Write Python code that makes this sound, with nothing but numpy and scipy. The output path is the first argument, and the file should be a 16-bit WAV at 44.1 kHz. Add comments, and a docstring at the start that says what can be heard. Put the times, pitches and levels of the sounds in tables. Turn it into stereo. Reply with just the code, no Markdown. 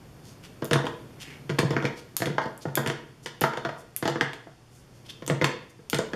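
"""Spring clamps dropped on a workbench

Plastic spring clamps are pulled off a small wooden pallet: their jaws scrape over the wood and snap shut.
Each clamp bounces and clatters on a plywood bench and on the growing heap: flat landings shake the
bench, hard edges crack and tick. A small, lively workshop rings with every knock over a low rumble."""
import sys
import numpy as np
from scipy import signal
from scipy.fft import rfft, irfft, next_fast_len
from scipy.io import wavfile

SR = 44100
rng = np.random.default_rng(int(sys.argv[2]) if len(sys.argv) > 2 else 0)


def digitize_waveform(pressure):
    """Quantize a signal to 16-bit integers and store it at the path in sys.argv[1].

    Rows of a 2-D input are taken as channels; values are limited to [-1, 1].
    """
    field = np.atleast_2d(pressure).T
    bounded = np.clip(field, -1, 1)
    quanta = np.round(bounded * 32767).astype(np.int16)
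    wavfile.write(sys.argv[1], SR, quanta)


N = 271259
T = np.arange(18000) / SR  # time axis of one hit, s

# clamps hitting the bench and each other: t/s, level/dB, weight/dB, hardness/dB, clack f/Hz
LANDINGS = [(.6217, -34.5, 4.5, -4, 590), (.7108, -28, 4, 2, 590), (.7319, -27, -2, 7.5, 1670),
            (.757, -28, 1.5, -22, 1080), (.7883, -35.5, 0, -10, 980), (.842, -41.5, 12.5, -11, 1010),
            (.8543, -42.5, -1, 4.5, 800), (.8672, -33, -4, 1, 980), (1.4938, -35, 7.5, -1, 545),
            (1.499, -39, 9.5, 4.5, 2000), (1.5857, -30, -7, 2.5, 1030), (1.5893, -30.5, 11, 9.5, 1035),
            (1.6308, -40, 19.5, -12, 1030), (1.706, -32.5, 6.5, 1, 493), (1.7303, -36, 5, -5, 610),
            (1.7653, -28, 1.5, -6.5, 2150), (1.8015, -40, -2, -12, 2300), (1.8241, -36, 3, -3, 506),
            (1.8426, -36.5, 13, -2.5, 460), (1.8522, -31.5, -2.5, 2.5, 2300), (2.2026, -48, 17, 11, 476),
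            (2.2197, -31.5, 1, 4.5, 744), (2.2574, -43, 13, 12, 1940), (2.2702, -38, 12.5, 1.5, 460),
            (2.2996, -46, 20.5, 1, 580), (2.3815, -23, -16.5, -9, 902), (2.4163, -42.5, -7, 0, 920),
            (2.457, -43, 12.5, 0.5, 880), (2.6534, -36.5, 6, -11, 890), (2.6831, -43, -2, -5, 470),
            (2.7721, -30.5, 2, 2, 746), (2.7755, -27.5, -5.5, -16, 944), (2.8616, -35, 4, 6, 1750),
            (2.8739, -40.5, -12, 12, 620), (2.8996, -32, -3, 2, 1650), (3.2597, -38.5, -6.5, 8, 2970),
            (3.4145, -32, 5, 2.5, 820), (3.419, -36, -22, 7.5, 690), (3.4376, -23, -15, -2.5, 1330),
            (3.4398, -24.5, -25, -14, 940), (3.535, -39, -8, 0, 1560), (3.5724, -33.5, -6, 0, 650),
            (3.6495, -29.5, -10, -2.5, 700), (3.6901, -34, -12, -5, 634), (4.0254, -35, 6, 3.5, 1200),
            (4.0543, -30.5, 1.5, 1.5, 860), (4.0769, -28.5, -6, 3.5, 865), (4.098, -39.5, 0, 5, 940),
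            (4.1571, -35.5, 4.5, -5.5, 1720), (4.2098, -23.5, -11, 0, 1700), (4.3324, -49.5, -12, 11, 1070),
            (4.4695, -49, -4, -32, 740), (5.222, -46.5, 8, 1, 680), (5.2779, -40.5, 7, 5, 490),
            (5.2987, -30, 7, 0, 1800), (5.3098, -38.5, 5, -4, 940), (5.4131, -28.5, 4, -3.5, 2100),
            (5.42, -31.5, 2, -1, 530), (5.4427, -24, -11, 5.5, 2730), (5.4921, -43.5, 10, 4, 2300),
            (5.7902, -60.5, 17, -21, 520), (5.9306, -31, 5, 5, 1405), (5.9446, -38.5, -8, 13, 644),
            (5.9886, -29.5, 4.5, -1.5, 620), (6.1334, -35, 3, -1, 1630)]


def knocks(landings, typical_db=-34.5, db_per_halving=19.5):
    """Each landing is a clack in layers: weight goes into the bench, hardness into the plastic."""
    out = np.zeros((2, N))
    for s, db, weight_db, hard_db, clack_hz in landings:
        # blows stronger than typical have a shorter contact
        time_scale = 2 ** -(max(db - typical_db, 0) / db_per_halving)
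        boom = at_level(bench_boom(), -4 + 0.89 * weight_db)
        thud = place(at_level(bench_thud(), 1.63 + 0.54 * weight_db), width=0.11)
        clack = place(at_level(body_clack(clack_hz, time_scale)), width=0.2)
        crack = place(at_level(edge_crack(time_scale), -7 + hard_db), width=0.3)
        tick = place(at_level(edge_tick(), -19.5 + 1.8 * hard_db), width=0.51)
        add(out, s, undb(db) * (boom + thud + clack + crack + tick))
    return out


# hollow tone of the clamp body: f/Hz, level/dB
CLACK_EQ = [(250, -22), (450, -10), (650, 2.5), (1000, -3), (1500, 4), (2000, 3), (2600, -8.5), (4000, -27),
            (8000, -56)]


def body_clack(hz, time_scale, ring_cycles=22):
    """The clamp rings briefly at a pitch set by the side it lands on, with the bench's upper modes."""
    burst = contact(t60=0.02 * time_scale, chatter_db=-41, chatter_t60=0.051, rise_s=0.0015 * time_scale)
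    body = at_level(colour(burst, CLACK_EQ))
    note = ring(hz, t60=ring_cycles / hz, db=0.5)
    wood = at_level(bench_modes(580, SR, spread_db=0), -1)
    stiffness = max(hz / 900, 0.8)  # a stiffer point of contact lifts the whole clack
    return band(body + note + wood, 460 * stiffness ** 0.5, 1850 * stiffness ** 0.53)


# bite of a hard plastic edge: f/Hz, level/dB
CRACK_EQ = [(900, -34), (1800, 13.5), (2500, 2), (3500, 7), (4300, 2.5), (5200, 1), (6800, -4), (8500, -42),
            (12000, -22)]


def edge_crack(time_scale, handle_hz=3070):
    """Hard edge on hard edge: a broad crack around one stiff mode of the handle."""
    burst = contact(t60=0.0032 * time_scale, chatter_db=-25, chatter_t60=0.1 * time_scale,
                    rise_s=0.0016 * time_scale)
    crack = colour(burst, CRACK_EQ)
    focused = crack + undb(1) * resonate(crack, handle_hz, q=1)
    return at_level(focused) + ring(handle_hz, t60=0.0027, db=-9.5)


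# bright top of the contact: f/Hz, level/dB
TICK_EQ = [(3500, -1.5), (6000, -7), (7300, -1), (10000, -8), (13000, -13.5), (16000, -23)]


def edge_tick():
    """A hard contact adds a thin tick with a tail of chatter."""
    return colour(contact(t60=0.0062, chatter_db=-20, chatter_t60=0.11), TICK_EQ)


def contact(t60, chatter_db, chatter_t60, rise_s=0.00073):
    """Hard plastic touches in a brief burst; the loose hinge and spring chatter after it."""
    envelope = (fade(t60) + undb(chatter_db) * fade(chatter_t60)) * np.clip(T / rise_s, 0, 1)
    return rng.standard_normal(len(T)) * envelope


# modes of the plywood bench: f/Hz, level/dB, t60/s
PLYWOOD_MODES = [(110.5, -5, 0.19), (138.7, 4, 0.27), (150.8, -12.5, 0.33), (160.6, -12.5, 0.2),
                 (184.4, -7, 0.13), (227.5, -4, 0.26), (256, -6.5, 0.25), (295, 1, 0.066),
                 (314, -2.5, 0.072), (337.7, -1.5, 0.27), (341, 7, 0.028), (373, -8.5, 0.17),
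                 (419, -1, 0.1), (437.3, -4.5, 0.27), (488.2, 4, 0.18), (507, -6, 0.11), (654.8, 8, 0.094),
                 (742, -22, 0.078), (853, -16.5, 0.072), (926, 5.5, 0.099), (1004, 3.5, 0.093),
                 (1140, -1, 0.12), (1263, -1, 0.12), (1418, -1.5, 0.19), (1544, 1, 0.018),
                 (1720, -8.5, 0.064), (1870, -3, 0.16), (2126, 2.5, 0.067)]


def bench_modes(lo_hz, hi_hz, spread_db):
    """Every spot on the board pushes each mode in a range with its own strength and sign."""
    modes = np.array([undb(db) * np.sin(2 * np.pi * hz * T) * fade(t60)
                      for hz, db, t60 in PLYWOOD_MODES if lo_hz <= hz < hi_hz])
    pushes = rng.choice([-1, 1], len(modes)) * undb(spread_db * rng.standard_normal(len(modes)))
    return pushes @ modes


def bench_boom():
    """The whole top sways at its lowest modes."""
    sway = at_level(bench_modes(0, 203, spread_db=1))
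    return band(sway + ring(144, t60=0.039, db=1.5), 114, 300)


def bench_thud():
    """The board gives way under the blow and rings on."""
    dent = ring(343, t60=0.024, db=1) + ring(450, t60=0.056, db=-5.5)
    board = at_level(bench_modes(203, 580, spread_db=1.5))
    return band(dent + board, 170, 940)


# jaws snapping shut: t/s, click level/dB, click f/Hz, handles re click/dB
JAW_SNAPS = [(0.6447, -48.5, 10200, 11), (0.653, -52, 10700, 10.5), (2.1667, -26, 13000, -1.5),
             (2.577, -52, 10000, -8), (2.754, -28.5, 13600, 3.5), (3.41, -31, 13000, -2.5),
             (3.9635, -31.5, 11400, -2), (5.264, -58.5, 8900, 19.5), (5.278, -35.5, 7300, -14),
             (5.899, -40, 9000, 8.5), (5.9863, -39.5, 6900, -16)]
# tone of the ringing handles: f/Hz, level/dB
HANDLE_EQ = [(300, -12), (800, -4.5), (2000, -2), (3500, 5), (4500, 1), (6000, 0.5), (7300, 6.5),
             (9000, -14.5), (14000, 9.5)]


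def snaps():
    """The spring slams the jaw pads together: a very high click over a short ring of the handles."""
    out = np.zeros((2, N))
    for s, db, hz, handles_db in JAW_SNAPS:
        slam = contact(t60=0.0022, chatter_db=-47, chatter_t60=0.013)
        click = resonate(resonate(slam, hz, q=2.2), hz, q=2)
        handles = colour(contact(t60=0.0039, chatter_db=-29, chatter_t60=0.19), HANDLE_EQ)
        add(out, s, place(at_level(click, db) + at_level(handles, db + handles_db), width=0.3))
    return out


# jaws sliding over wood: middle t/s, length/s, level/dB, centre f/Hz, sharpness/Q
JAW_SCRAPES = [(0.287, .16, -59, 4900, .86), (.45, 0.064, -52, 2620, .64), (1.222, 0.068, -45.5, 3300, .6),
               (1.291, .29, -53.5, 2170, 2.1), (1.985, 0.077, -53, 3600, .86),
               (2.436, 0.039, -54, 4700, 6.2), (2.627, 0.05, -51.5, 4660, 1.7),
               (3.241, 0.038, -57.5, 5850, .75), (3.795, 0.069, -60.5, 7000, .93),
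               (4.771, 0.19, -66, 7000, .6), (4.967, 0.15, -70, 4950, .81), (5.068, 0.058, -57, 3450, 1.8),
               (5.101, .04, -43, 3460, 2.8), (5.703, 0.029, -63, 7000, .89)]


def scrapes(slips_per_s=900, spread_db=4):
    """Pads stick and slip over the grain in dense, uneven ticks; a tight jaw squeaks."""
    out = np.zeros(N)
    for s, length, db, hz, q in JAW_SCRAPES:
        n = int(length * SR)
        slips = (rng.random(n) < slips_per_s / SR) * undb(spread_db * rng.standard_normal(n))
        rub = resonate(slips + 0.14 * rng.standard_normal(n), hz, q)
        stroke = (resonate(rub, hz, q / 2) + 2.7 * rub) * np.hanning(n)
        add(out, s - length / 2, stroke * undb(db) / stroke.std())
    return out


# reverb of the workshop: f/Hz, level/dB, t60/s, side re mid/dB
REVERB_BANDS = [(80, -23, 0.69, -38), (198, -10, 0.72, -19), (494, -5, 0.58, -9.5), (1070, -0.5, 0.4, -10),
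                (2000, -5, 0.5, -9), (3800, -5, 0.51, -7), (8500, -3.5, 0.26, -1.5),
                (14500, -10, 0.14, 5.5)]


def workshop(dry, build_s=0.0021, gap_s=0.0024):
    """The room adds a close reflection and a dense tail that is wider and shorter in the treble."""
    hz = np.arange(len(T) // 2 + 1) * SR / len(T)
    octave = np.log2(np.clip(hz, 80, 80 * 2 ** 7.5) / 80)
    noise, tail = rfft(rng.standard_normal((2, len(T)))), 0
    swell = np.clip((T - gap_s) / build_s, 0, 1)
    for centre in np.arange(16) / 2:  # half-octave bands up from 80 Hz
        db, t60, side_db = (on_log_axis(80 * 2 ** centre, REVERB_BANDS, column) for column in (1, 2, 3))
        band_noise = irfft(noise * np.maximum(1 - 2 * abs(octave - centre), 0), len(T))
        envelope = swell * fade(t60)
        mid, side = band_noise * envelope / np.linalg.norm(envelope)
        tail = tail + undb(db) * (mid + undb(side_db) * side * np.array([[1], [-1]]))
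    wet = signal.oaconvolve(dry.mean(axis=0)[None], tail, axes=1)[:, :N]
    # only the short waves bounce cleanly off the nearest surface
    bright = signal.sosfilt(signal.butter(1, 1500, "high", fs=SR, output="sos"), dry)
    add(wet, 0.0064, undb(-13.5) * bright)
    return dry + wet


# tone of the low rumble: f/Hz, level/dB
RUMBLE_EQ = [(25, -20), (50, -9), (85, -7.5), (135, 2), (200, -6), (400, -9.5), (800, -19.5), (2000, -27),
             (6000, -37)]
# fader ride of the rumble: t/s, level/dB
RUMBLE_RIDE = [(0, -47), (.6, -46), (1.4, -45), (2.1, -49), (3.1, -52.5), (3.8, -52), (4.6, -56.5),
               (5.1, -49), (5.75, -56), (6.15, -47)]
# tone of the room's hiss: f/Hz, level/dB
HISS_EQ = [(25, -3), (60, 3), (130, -7), (250, -6.5), (500, -11), (1000, -9.5), (2000, -15.5),
           (5000, -16.5), (10000, -25.5), (14000, -39), (16000, -50.5)]


def room_tone(hum_hz=119):
    """A slowly changing rumble under thin, steady hiss, with a faint hum."""
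    t = np.arange(N) / SR
    rumble = stereo_noise(RUMBLE_EQ) * undb(np.interp(t, *np.transpose(RUMBLE_RIDE)))
    hiss = undb(-57.5) * stereo_noise(HISS_EQ)
    hum = undb(-57) * np.sin(2 * np.pi * hum_hz * t)
    return rumble + hiss + hum


def stereo_noise(eq):
    """Wide coloured noise, narrowest around 110 Hz."""
    size = next_fast_len(N, True)
    hz = np.arange(size // 2 + 1) * SR / size
    mid, side = rfft(rng.standard_normal((2, size))) * undb(on_log_axis(hz, eq))
    side = side * undb(on_log_axis(hz, [(30, 1), (110, -7.5), (500, 2), (4000, -1.5)]))
    noise = irfft(np.array([mid + side, mid - side]), size)[:, :N]
    return noise / noise.std()


def ring(hz, t60, db, rise_s=0.00052):
    """One damped mode, pushed up over the time of contact."""
    return at_level(np.sin(2 * np.pi * hz * T) * fade(t60) * np.clip(T / rise_s, 0, 1), db)


def place(x, width):
    """A glance off the bench top, a little different for each hit, reaches left and right unequally."""
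    glance = np.concatenate([np.zeros(rng.integers(8, 40)), x])[:len(x)]
    return x + width * rng.choice([-1, 1]) * glance * np.array([[1], [-1]])


def colour(x, eq, size=1024):
    """Minimum-phase EQ, so attacks stay sharp."""
    hz = np.arange(size // 2 + 1) * SR / size
    cepstrum = irfft(np.log(undb(on_log_axis(hz, eq))))
    cepstrum[1:size // 2] *= 2
    cepstrum[size // 2 + 1:] = 0
    return signal.fftconvolve(x, irfft(np.exp(rfft(cepstrum))))[:len(x)]


def resonate(x, hz, q):
    """One resonance, with Q held at 1 or more."""
    return signal.lfilter(*signal.iirpeak(hz, max(q, 1), fs=SR), x)


def band(x, lo_hz, hi_hz):
    """Band-pass with steep sides."""
    return signal.sosfilt(signal.butter(3, [lo_hz, hi_hz], "band", fs=SR, output="sos"), x)


def on_log_axis(hz, table, column=1):
    """Read one column of a table along log frequency."""
    table = np.array(table)
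    return np.interp(np.log(hz + 1), np.log(table[:, 0]), table[:, column])


def at_level(x, db=0):
    """Scale a hit so that its first 20 ms have this RMS level."""
    return x * undb(db) / np.sqrt(np.mean(x[:SR // 50] ** 2))


def fade(t60):
    """Exponential decay, 60 dB down after t60 seconds."""
    return np.exp(-np.log(1000) * T / t60)


def undb(db):
    """Decibels to gain."""
    return 10 ** (np.asarray(db) / 20)


def add(track, s, sound):
    """Mix a sound into a track at time s."""
    i = max(int(s * SR), 0)
    track[..., i:i + sound.shape[-1]] += sound[..., :max(N - i, 0)]


def scene():
    """Clamps and bench in the workshop; the knocks fall on three spots in turn, each with its own echoes."""
    clatter = sum(workshop(knocks(LANDINGS[spot::3])) for spot in range(3))
    return clatter + workshop(snaps() + scrapes()) + room_tone()


def record(dry):
    """The microphone has two narrow dips and a falling top end."""
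    for hz, q in [(3950, 13.8), (7950, 35)]:
        dry = signal.lfilter(*signal.iirnotch(hz, q, fs=SR), dry)
    softened = signal.sosfilt(signal.butter(10, 13900, fs=SR, output="sos"), dry)
    return signal.sosfilt(signal.ellip(8, 0.2, 70, 15600, fs=SR, output="sos"), softened)


dry = scene()
out = record(dry)
digitize_waveform(out)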